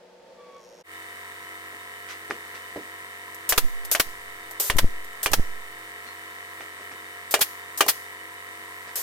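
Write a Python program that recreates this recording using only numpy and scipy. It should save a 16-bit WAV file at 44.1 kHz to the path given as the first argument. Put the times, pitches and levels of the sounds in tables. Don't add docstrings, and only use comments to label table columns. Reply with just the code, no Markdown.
import sys
import numpy as np
from scipy import signal
from scipy.fft import rfft, irfft
from scipy.io import wavfile

SR = 44100
rng = np.random.default_rng(int(sys.argv[2]) if len(sys.argv) > 2 else 0)


def wav_record(signal):
    frames = np.transpose(np.atleast_2d(signal))
    bounded = np.clip(frames, -1, 1)
    quanta = np.round(bounded * 32767).astype(np.int16)
    wavfile.write(sys.argv[1], SR, quanta)


N = 397782
T = np.arange(N) / SR
MACHINE_START_S = .835


def amp(db):
    return 10 ** (np.asarray(db) / 20)


def unit(x):
    return x / np.sqrt(np.mean(x ** 2) + 1e-20)


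def read(points, hz):
    f, value = np.transpose(points)
    return np.interp(np.log(hz + 1), np.log(f + 1), value)


def add(mix, s, sound):
    part = mix[:, round(s * SR):][:, :sound.shape[-1]]
    part += sound[..., :part.shape[1]]


def drift(rate_hz):
    coarse = T[::32]
    hz = np.fft.rfftfreq(len(coarse), coarse[1])
    low_pass = 1 / (1 + (hz / rate_hz) ** 4)
    slow = irfft(rfft(rng.standard_normal(len(coarse))) * low_pass, len(coarse))
    return np.interp(T, coarse, unit(slow))


def noise(spectrum, alike, size):
    hz = np.fft.rfftfreq(size, 1 / SR)
    a, b = rfft(rng.standard_normal((2, size)))
    same = np.clip(read(alike, hz), -1, 1)
    ports = np.array([a, same * a + np.sqrt(1 - same ** 2) * b])
    return unit(irfft(ports * amp(read(spectrum, hz)), size))


def narrow(hz, width_hz):
    f = np.fft.rfftfreq(N, 1 / SR)
    resonance = 1 / (1 + ((f - hz) / width_hz) ** 2)
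    return unit(irfft(rfft(rng.standard_normal((2, N))) * resonance, N))


def die_away(x, t60):
    hz, t, z = signal.stft(x, SR, nperseg=128)
    decay = amp(-60 * t / read(t60, hz)[:, None])
    return signal.istft(z * decay, SR, nperseg=128)[1][:, :x.shape[1]]


def tones(table, waver=0.2):
    out = np.zeros((2, N))
    for hz, db in table:
        wander = waver * np.array([drift(2.5), drift(1.6)])
        out += amp(db) * np.sqrt(2) * np.sin(2 * np.pi * hz * T + wander)
    return out


# f/Hz, level/dB per Hz (relative)
YARD_SPECTRUM = [(24, -43), (40, -23), (124, -26.5), (178, -16), (284, -16.5), (421, -13), (487, 1.5),
                 (758, -12), (899, -11.5), (992, -16.5), (1430, -20.5), (1830, -18), (2230, -22),
                 (5000, -26), (14000, -45)]
# f/Hz, likeness (0-1)
FAR_LIKENESS = [(60, 1), (290, 0.88), (640, 0.55), (1410, 0.41), (3100, 0.18), (16000, 0)]
# f/Hz, level/dB
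FAR_TONES = [(183, -69), (366.1, -64.5), (489.9, -59), (899, -65)]


def yard():
    swell_db = 2.7 * np.clip(T / .5, 0, 1) - 3.0
    air = amp(-50) * noise(YARD_SPECTRUM, FAR_LIKENESS, N) * amp(drift(3.3) + swell_db)
    fade_out = np.clip((MACHINE_START_S - .005 - T) / 0.014, 0, 1)
    return (air + tones(FAR_TONES) + whine() + trill()) * fade_out


# t/s, f/Hz, level/dB
WHINE_PATH = [(.33, 1190, -83), (.39, 1160, -55), (.5, 1122, -50), (.58, 1124, -50), (.68, 1054, -69)]


def whine():
    s, hz, db = np.transpose(WHINE_PATH)
    pitch_hz = np.interp(T, s, hz) * (1 + 0.0063 * drift(60))
    phase = 2 * np.pi * np.cumsum(pitch_hz) / SR
    level_db = np.interp(T, s, db, -120, -120) + 2.7 * drift(37)
    second = 0.21 * np.sin(2 * phase + 0.77 * drift(120))
    third = 0.14 * np.sin(3 * phase + drift(120))
    return amp(level_db) * (np.sin(phase) + second + third)


# t/s, rate/ticks per s, level/dB
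TRILL_PATH = [(.51, 35, -52), (.57, 55, -48), (0.608, 112, -45), (.66, 120, -45), (.73, 110, -45),
              (0.821, 127, -44)]
# f/Hz, level/dB, decay time constant/s
TICK_RINGS = [(5670, -1, 0.0012), (6300, 3, 0.00054), (8760, -9, 0.00061), (11600, -9, 0.00062)]


def trill():
    s, rate, db = np.transpose(TRILL_PATH)
    count = np.floor(np.cumsum(np.interp(T, s, rate, 0, 0)) / SR + .5)
    ticks = np.diff(count, prepend=0) * amp(np.interp(T, s, db) + 1.6 * rng.standard_normal(N))
    t = T[:400]
    ring = sum(amp(db) * np.exp(-t / decay) * np.sin(2 * np.pi * hz * t) for hz, db, decay in TICK_RINGS)
    ring = ring * np.minimum(t / 0.00047, 1)
    return signal.oaconvolve(ticks, ring)[:N]


# f/Hz, level/dB per Hz (relative)
RUSH_SPECTRUM = [(20, -15), (60, -32), (150, -9.5), (300, -11), (550, -7.5), (800, -6.5), (1010, 10.5),
                 (1200, 1.5), (1450, -0.5), (1900, 6), (2600, -10), (5000, -11), (11500, -14),
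                 (13200, -10.5), (16000, -32)]
# f/Hz, half-width/Hz, level/dB
AIR_WHISTLES = [(1017, 32, -61.5), (3003, 23, -59.5), (3670, 30, -60.5), (8340, 490, -58)]
# f/Hz, level/dB
MOTOR_TONES = [(91.5, -64), (237, -71.5), (280, -72), (327, -63.5), (489.9, -65.5), (1814, -58),
               (8460, -84)]
MACHINE_FADE_S, PORT_LAG_SAMPLES = 0.096, 8


def machine():
    rush = amp(-45.5) * noise(RUSH_SPECTRUM, FAR_LIKENESS, N) * amp(.5 * drift(1.1))
    for hz, width, db in AIR_WHISTLES:
        rush += amp(db + 0.72 * drift(17)) * narrow(hz, width)
    left, right = knocking() + rush + tones(MOTOR_TONES)
    fade_in = np.clip((T - MACHINE_START_S) / MACHINE_FADE_S, 0, 1)
    return np.array([np.roll(left, PORT_LAG_SAMPLES), right]) * fade_in


# t/s, speed/turns per s
SHAFT_SPEED = [(0, 46.9), (1.5, 46.92), (3.4, 46.97), (5.6, 47.05), (6.3, 47.08), (9.02, 47.05)]
# f/Hz, level/dB per Hz (relative)
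BUZZ_SPECTRUM = [(40, -5), (500, -28), (1300, -18), (2300, 10), (2700, 3), (3200, -1), (3900, 0),
                 (6000, -8.5), (9000, -2), (16000, -3)]


def knocking():
    light, spacing_turns = .6, .255
    scatter, waver_db = .22, 1.1
    speed = np.interp(T, *np.transpose(SHAFT_SPEED))
    turns = np.cumsum(speed * (1 + .0003 * drift(3))) / SR
    angle = 2 * np.pi * np.arange(2048) / 2048
    groups = np.zeros((5, 2, 2048))
    for k in range(7, 67):
        early = np.exp(2j * np.pi * k * spacing_turns)
        smear = scatter * (1 + ((k - 42) / 7) ** 2)
        phase = np.angle(1 + light * (early + early ** 2))
        phase = phase + smear * rng.standard_normal() + scatter * rng.standard_normal((2, 1))
        groups[k % len(groups)] += casing_gain(k, speed.mean()) * np.cos(k * angle + phase)
    hum = sum(amp(waver_db * drift(10.0)) * each_turn(lines, turns) for lines in groups)
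    buzz = each_turn(noise(BUZZ_SPECTRUM, FAR_LIKENESS, size=937), turns)
    return amp(3.5) * hum + amp(-49.0) * buzz


# f/Hz, half-width/Hz, level/dB (relative)
CASING_MODES = [(446, 90, -59), (705, 29, -57.5), (1313, 30, -52), (1645, 22, -56), (1824, 25, -50.5),
                (1950, 220, -53.5), (2000, 96, -53), (2210, 28, -55.5), (3020, 34, -59)]


def casing_gain(k, shaft_hz):
    hz, width, db = np.transpose(CASING_MODES)
    passed = amp(db) / (1 + ((k * shaft_hz - hz) / width) ** 2)
    return np.linalg.norm(passed) * amp(-4.5 * (k % 2 == 0))


def each_turn(shape, turns):
    return np.array([np.interp(turns, np.arange(len(p)) / len(p), p, period=1) for p in shape])


# t/s, thud level/dB, scuff level/dB
FOOTSTEPS = [(1.727, -45, -63), (2.076, -66, -39.5), (2.299, -27, -39), (2.54, -44, -44), (2.759, -23, -50),
             (6.058, -45, -49), (6.601, -40, -47), (6.798, -42, -52), (6.91, -39, -48), (8.87, -44, -47.5)]
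# t/s, slap level/dB, level of the knock in the board/dB
SOLE_SLAPS = [(2.3091, -9.5, -34), (2.541, -28, -58), (6.607, -24, -40), (6.797, -33, -50),
              (6.915, -27, -47)]
# f/Hz, level/dB per Hz (relative)
THUMP_SPECTRUM = [(30, -50), (90, 2), (170, 1.5), (300, 12.5), (600, 7.5), (2000, -41), (16000, -80)]
# f/Hz, level/dB per Hz (relative)
SCUFF_SPECTRUM = [(200, -39), (900, -5), (1450, 8), (2600, 3.5), (4000, -0.5), (6300, -1.5), (8000, -8),
                  (16000, -18)]
SCUFF_S, FIRM_STEP_DB, DRAG_DOUBLES_DB = 0.0098, -25, 18.5


def sandals():
    out = np.zeros((2, N))
    for s, thud_db, scuff_db in FOOTSTEPS:
        length = SCUFF_S * 2 ** ((FIRM_STEP_DB - thud_db) / DRAG_DOUBLES_DB)
        thump = amp(-11.5) * jet(THUMP_SPECTRUM, rise=0.0048, hold=0.014, t60=0.19)
        add(out, s, amp(thud_db) * (board(soft_hz=605) + thump))
        add(out, s, amp(scuff_db) * jet(SCUFF_SPECTRUM, length / 2, length, t60=0.16))
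    for s, slap_db, knock_db in SOLE_SLAPS:
        add(out, s, amp(slap_db) * crack(hz=1780, width=0.00035))
        add(out, s, amp(knock_db) * board(soft_hz=2400))
    squeak = np.interp(T, [6.06, 6.075, 6.15], [0, 1, 0])
    return out + amp(-49) * squeak * narrow(hz=4240, width_hz=39)


# f/Hz, level/dB, t60/s
BOARD_MODES = [(294, -18, 0.12), (406, -5, 0.11), (472, -17, 0.26), (588, -11.5, 0.16), (672, -7, 0.082),
               (811, 2.5, 0.041), (1027, 4.5, 0.03), (1194, 3.5, 0.046), (1758, -4, 0.067),
               (2373, -3, 0.11), (2850, -6.5, 0.14), (3145, 2, 0.049)]


def board(soft_hz, size=12000):
    t = T[:size]
    hz, db, t60 = np.transpose(BOARD_MODES)[..., None]
    phase = rng.uniform(0, 2 * np.pi, hz.shape) + rng.standard_normal((2, len(hz), 1)) * hz / 1800
    softness = 1 / (1 + (hz / soft_hz) ** 4)
    modes = amp(db - 60 * t / t60) * softness * np.sin(2 * np.pi * hz * t + phase)
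    return modes.sum(1) * np.minimum(t / 0.00089, 1)


# f/Hz, likeness (0-1)
NEAR_LIKENESS = [(60, 0.65), (400, 0.99), (1400, 0.54), (3000, 0.38), (7000, 0.042), (16000, 0.053)]
# f/Hz, left minus right level/dB
JET_TILT = [(200, -2.5), (4400, -0.5), (8000, -1), (13000, 4), (16000, 0)]


def jet(spectrum, rise, hold, t60, size=12000):
    t = T[:size]
    side_db = read(JET_TILT, np.fft.rfftfreq(size, 1 / SR))
    port_gains = amp(np.array([side_db, -side_db]) / 2)
    air = irfft(rfft(noise(spectrum, NEAR_LIKENESS, size)) * port_gains, size)
    return air * np.minimum(t / rise, 1) * amp(-60 * np.maximum(t - hold, 0) / t60)


def crack(hz, width, size=600):
    t = T[:size] - 2 * width
    swing = np.cos(2 * np.pi * hz * t) * np.exp(-abs(t / width) ** 1.14)
    return signal.sosfilt(signal.butter(2, 200, "high", fs=SR, output="sos"), swing)


# f/Hz, level/dB per Hz (relative)
VALVE_SPECTRUM = [(240, -41), (400, -8.5), (1330, -13.5), (1560, -9), (1840, -17), (2430, -12),
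                  (3810, -7.5), (4110, -8), (7280, -2), (10700, -3), (12900, 2.5), (15000, -1),
                  (16000, -27)]


def nose_tap(click_db, ring_db):
    click = jet(VALVE_SPECTRUM, rise=0.0011, hold=0.0021, t60=0.059)
    return amp(click_db) * click + amp(ring_db) * board(soft_hz=900)


# t/s, click level/dB, board ring level/dB
NOSE_CLICKS = [(3.345, -38, -57), (3.849, -31.5, -43), (4.51, -35.5, -41), (4.599, -40, -31),
               (5.043, -42.5, -55)]
# blow t/s, crack level/dB, board ring level/dB, puff of air level/dB, valve hisses before/s,
# valve level/dB, exhaust follows after/s, exhaust level/dB, place (0 near end - 1 far end)
GUN_SHOTS = [(3.5231, -6, -32, -29, .0322, -8.5, .0531, -15.3, .1),
             (3.9495, -5.5, -41, -44, .0358, -8, .047, -16.5, 0),
             (4.6993, -2.5, -25.5, -20.5, .1006, -11.5, .0838, -19.5, 0),
             (5.2597, -6.5, -23.5, -26, .0301, -14.5, .0718, -18, 0),
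             (7.340, -11.5, -18.5, -56, .031, -20.5, .0672, -14.5, .92),
             (7.807, -10, -16, -56, .0325, -21.5, .0724, -14.2, 1),
             (9.055, -10, -18, -56, .099, -19.5, .07, -14.5, 1)]
# span the valve hiss sinks through/dB, crack f/Hz,
# clatter level/dB, bounce click over the board's ring/dB, exhaust rise/s, exhaust hold/s,
# piston return thud level/dB, thud hold/s
GUN_ENDS = [(-12, 1900, -16.5, -2.5, 0.0018, 0.007, -15, .0065),
            (-8, 1260, -9.3, -14, 0.0069, 0.018, -23, .011)]
# f/Hz, level/dB per Hz (relative)
CLATTER_SPECTRUM = [(88, -38), (150, -33), (368, -11.5), (689, 1), (854, -8), (1170, -6.5), (1600, -2),
                    (1900, -1.5), (2220, -5), (3040, -2), (3840, -7), (12700, -9.5), (16000, -14)]
# f/Hz, t60/s
CLATTER_DECAY = [(200, 0.11), (600, 0.12), (2000, 0.076), (6000, 0.078), (15000, 0.06)]
# f/Hz, level/dB per Hz (relative)
EXHAUST_SPECTRUM = [(200, -47), (700, -0.5), (2000, 2.5), (4400, 4.5), (6000, 3), (7000, 2), (9500, 4.5),
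                    (13500, 8), (16000, 0)]
# f/Hz, level/dB per Hz (relative)
PISTON_SPECTRUM = [(20, -24), (120, -4), (280, -6), (600, 0), (1300, 2), (2600, -1.5), (4500, -3),
                   (8000, -7), (16000, -38)]
VALVE_SHUTS_S = .007
BOUNCE_LEAD_S = .016
BOUNCE_RING_DB = -9


def nail_gun():
    out = np.zeros((2, N))
    near, far = np.array(GUN_ENDS)
    for blow, crack_db, ring_db, _, valve_lead, valve_db, exhaust_delay, hiss_db, place in GUN_SHOTS:
        trigger, exhaust = blow - valve_lead, blow + exhaust_delay
        gun = near + (far - near) * np.clip(place, 0, 1)
        sink_db, crack_hz, clatter_db, bounce_db, rise, hold, thud_db, thud_hold = gun
        air = jet(VALVE_SPECTRUM, rise=0.001, hold=valve_lead - VALVE_SHUTS_S, t60=0.033)
        sinking_db = sink_db * (1.5 - np.exp(-T[:air.shape[1]] / 0.022))
        add(out, trigger, air * amp(valve_db + sinking_db))
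        downstroke = jet(PISTON_SPECTRUM, rise=0.0048, hold=0.0031, t60=0.0073)
        add(out, blow - .004, amp(clatter_db - 19) * downstroke)
        add(out, blow, amp(crack_db) * crack(crack_hz, width=0.617 / crack_hz))
        clatter = die_away(noise(CLATTER_SPECTRUM, NEAR_LIKENESS, size=12000), CLATTER_DECAY)
        add(out, blow, amp(clatter_db) * clatter * np.minimum(T[:clatter.shape[1]] / 0.00051, 1))
        add(out, blow, amp(ring_db) * board(soft_hz=5000))
        add(out, exhaust - BOUNCE_LEAD_S, nose_tap(ring_db + bounce_db, ring_db + BOUNCE_RING_DB))
        add(out, exhaust, amp(hiss_db) * jet(EXHAUST_SPECTRUM, rise, hold, t60=0.072))
        add(out, exhaust + 0.000982, amp(thud_db) * jet(PISTON_SPECTRUM, rise, thud_hold, t60=0.042))
    for s, click_db, ring_db in NOSE_CLICKS:
        add(out, s, nose_tap(click_db, ring_db))
    return out


# f/Hz, level/dB per Hz (relative)
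EDDY_SPECTRUM = [(20, 14), (80, -3), (150, -12.5), (280, -2.5), (500, -28), (2000, -60), (16000, -90)]


def buffets(eddy_gap_s=0.01033, size=20000):
    out, lead = np.zeros((2, N)), .06
    t = T[:size] - lead
    for s, left, right, build, fall in air_pushes():
        gap = eddy_gap_s * rng.uniform(0.95, 1.11)
        landed = np.floor(t / gap) * gap
        push = np.where(t < 0, np.exp(np.minimum(landed, 0) / build), np.exp(-abs(t) / fall))
        pressure = np.array([[left], [right]]) * push
        rumble = amp(-35.0) * np.sqrt(abs(pressure)) * noise(EDDY_SPECTRUM, NEAR_LIKENESS, size)
        add(out, s - lead, pressure + rumble)
    out = signal.sosfilt(signal.butter(2, 480, fs=SR, output="sos"), out)
    return signal.sosfilt(signal.butter(1, 1.8, "high", fs=SR, output="sos"), out)


# t/s, left pressure (full scale 1), right pressure (full scale 1), fall time constant/s
AIR_GUSTS = [(3.578, 0.046, -0.21, 0.025), (3.647, -0.22, .36, 0.031), (3.998, -0.04, -0.1, 0.0038),
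             (4.07, 0.015, 0.033, 0.13), (4.76, -0.38, -0.18, 0.045), (4.844, 0.58, 0.46, .026),
             (5.321, 0.042, 0.14, 0.057), (5.396, -0.29, -0.48, 0.027)]
PUFF_BUILD_S, PUFF_FALL_S = 0.0025, 0.0092
GUST_SPREAD = 0.17


def air_pushes():
    blows, _, _, puffs_db, _, _, exhaust_delays, _, _ = np.transpose(GUN_SHOTS)
    releases = np.concatenate([blows, blows + exhaust_delays])
    pushes = [(s, amp(db), amp(db), PUFF_BUILD_S, PUFF_FALL_S) for s, db in zip(blows, puffs_db)]
    for s, left, right, fall in AIR_GUSTS:
        travelled = abs(s - releases[releases < s + PUFF_BUILD_S].max())
        pushes.append((s, left, right, PUFF_BUILD_S + GUST_SPREAD * travelled, fall))
    return pushes


# f/Hz, t60/s
ROOM_DECAY = [(200, 0.17), (1500, 0.091), (6000, 0.59), (15000, 0.52)]


def room(x):
    tail = die_away(rng.standard_normal((2, 16000)), ROOM_DECAY)
    tail *= np.clip(T[:tail.shape[1]] / 0.037, 0, 1)
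    return signal.fftconvolve(x, tail / np.linalg.norm(tail[0]), axes=1)[:, :N]


def scene():
    near = nail_gun() + sandals()
    return near + amp(-21.5) * room(near) + machine() + yard() + buffets()


def record(dry, threshold_db=-19, squeeze=0.037, recovery_db_per_s=110):
    power = signal.lfilter([1 / 300], [1, 1 / 300 - 1], (dry ** 2).mean(0))
    fall = T * recovery_db_per_s
    level_db = np.maximum.accumulate(10 * np.log10(power + 1e-12) + fall) - fall
    over_db = np.maximum(level_db - threshold_db, 0)
    ducked = dry * amp(-squeeze * over_db)
    low_pass = signal.firwin(401, 16100, window=("kaiser", 8), fs=SR)
    return signal.oaconvolve(ducked, low_pass[None], "same", axes=1).clip(-1, 1)


dry = scene()
out = record(dry)
wav_record(out)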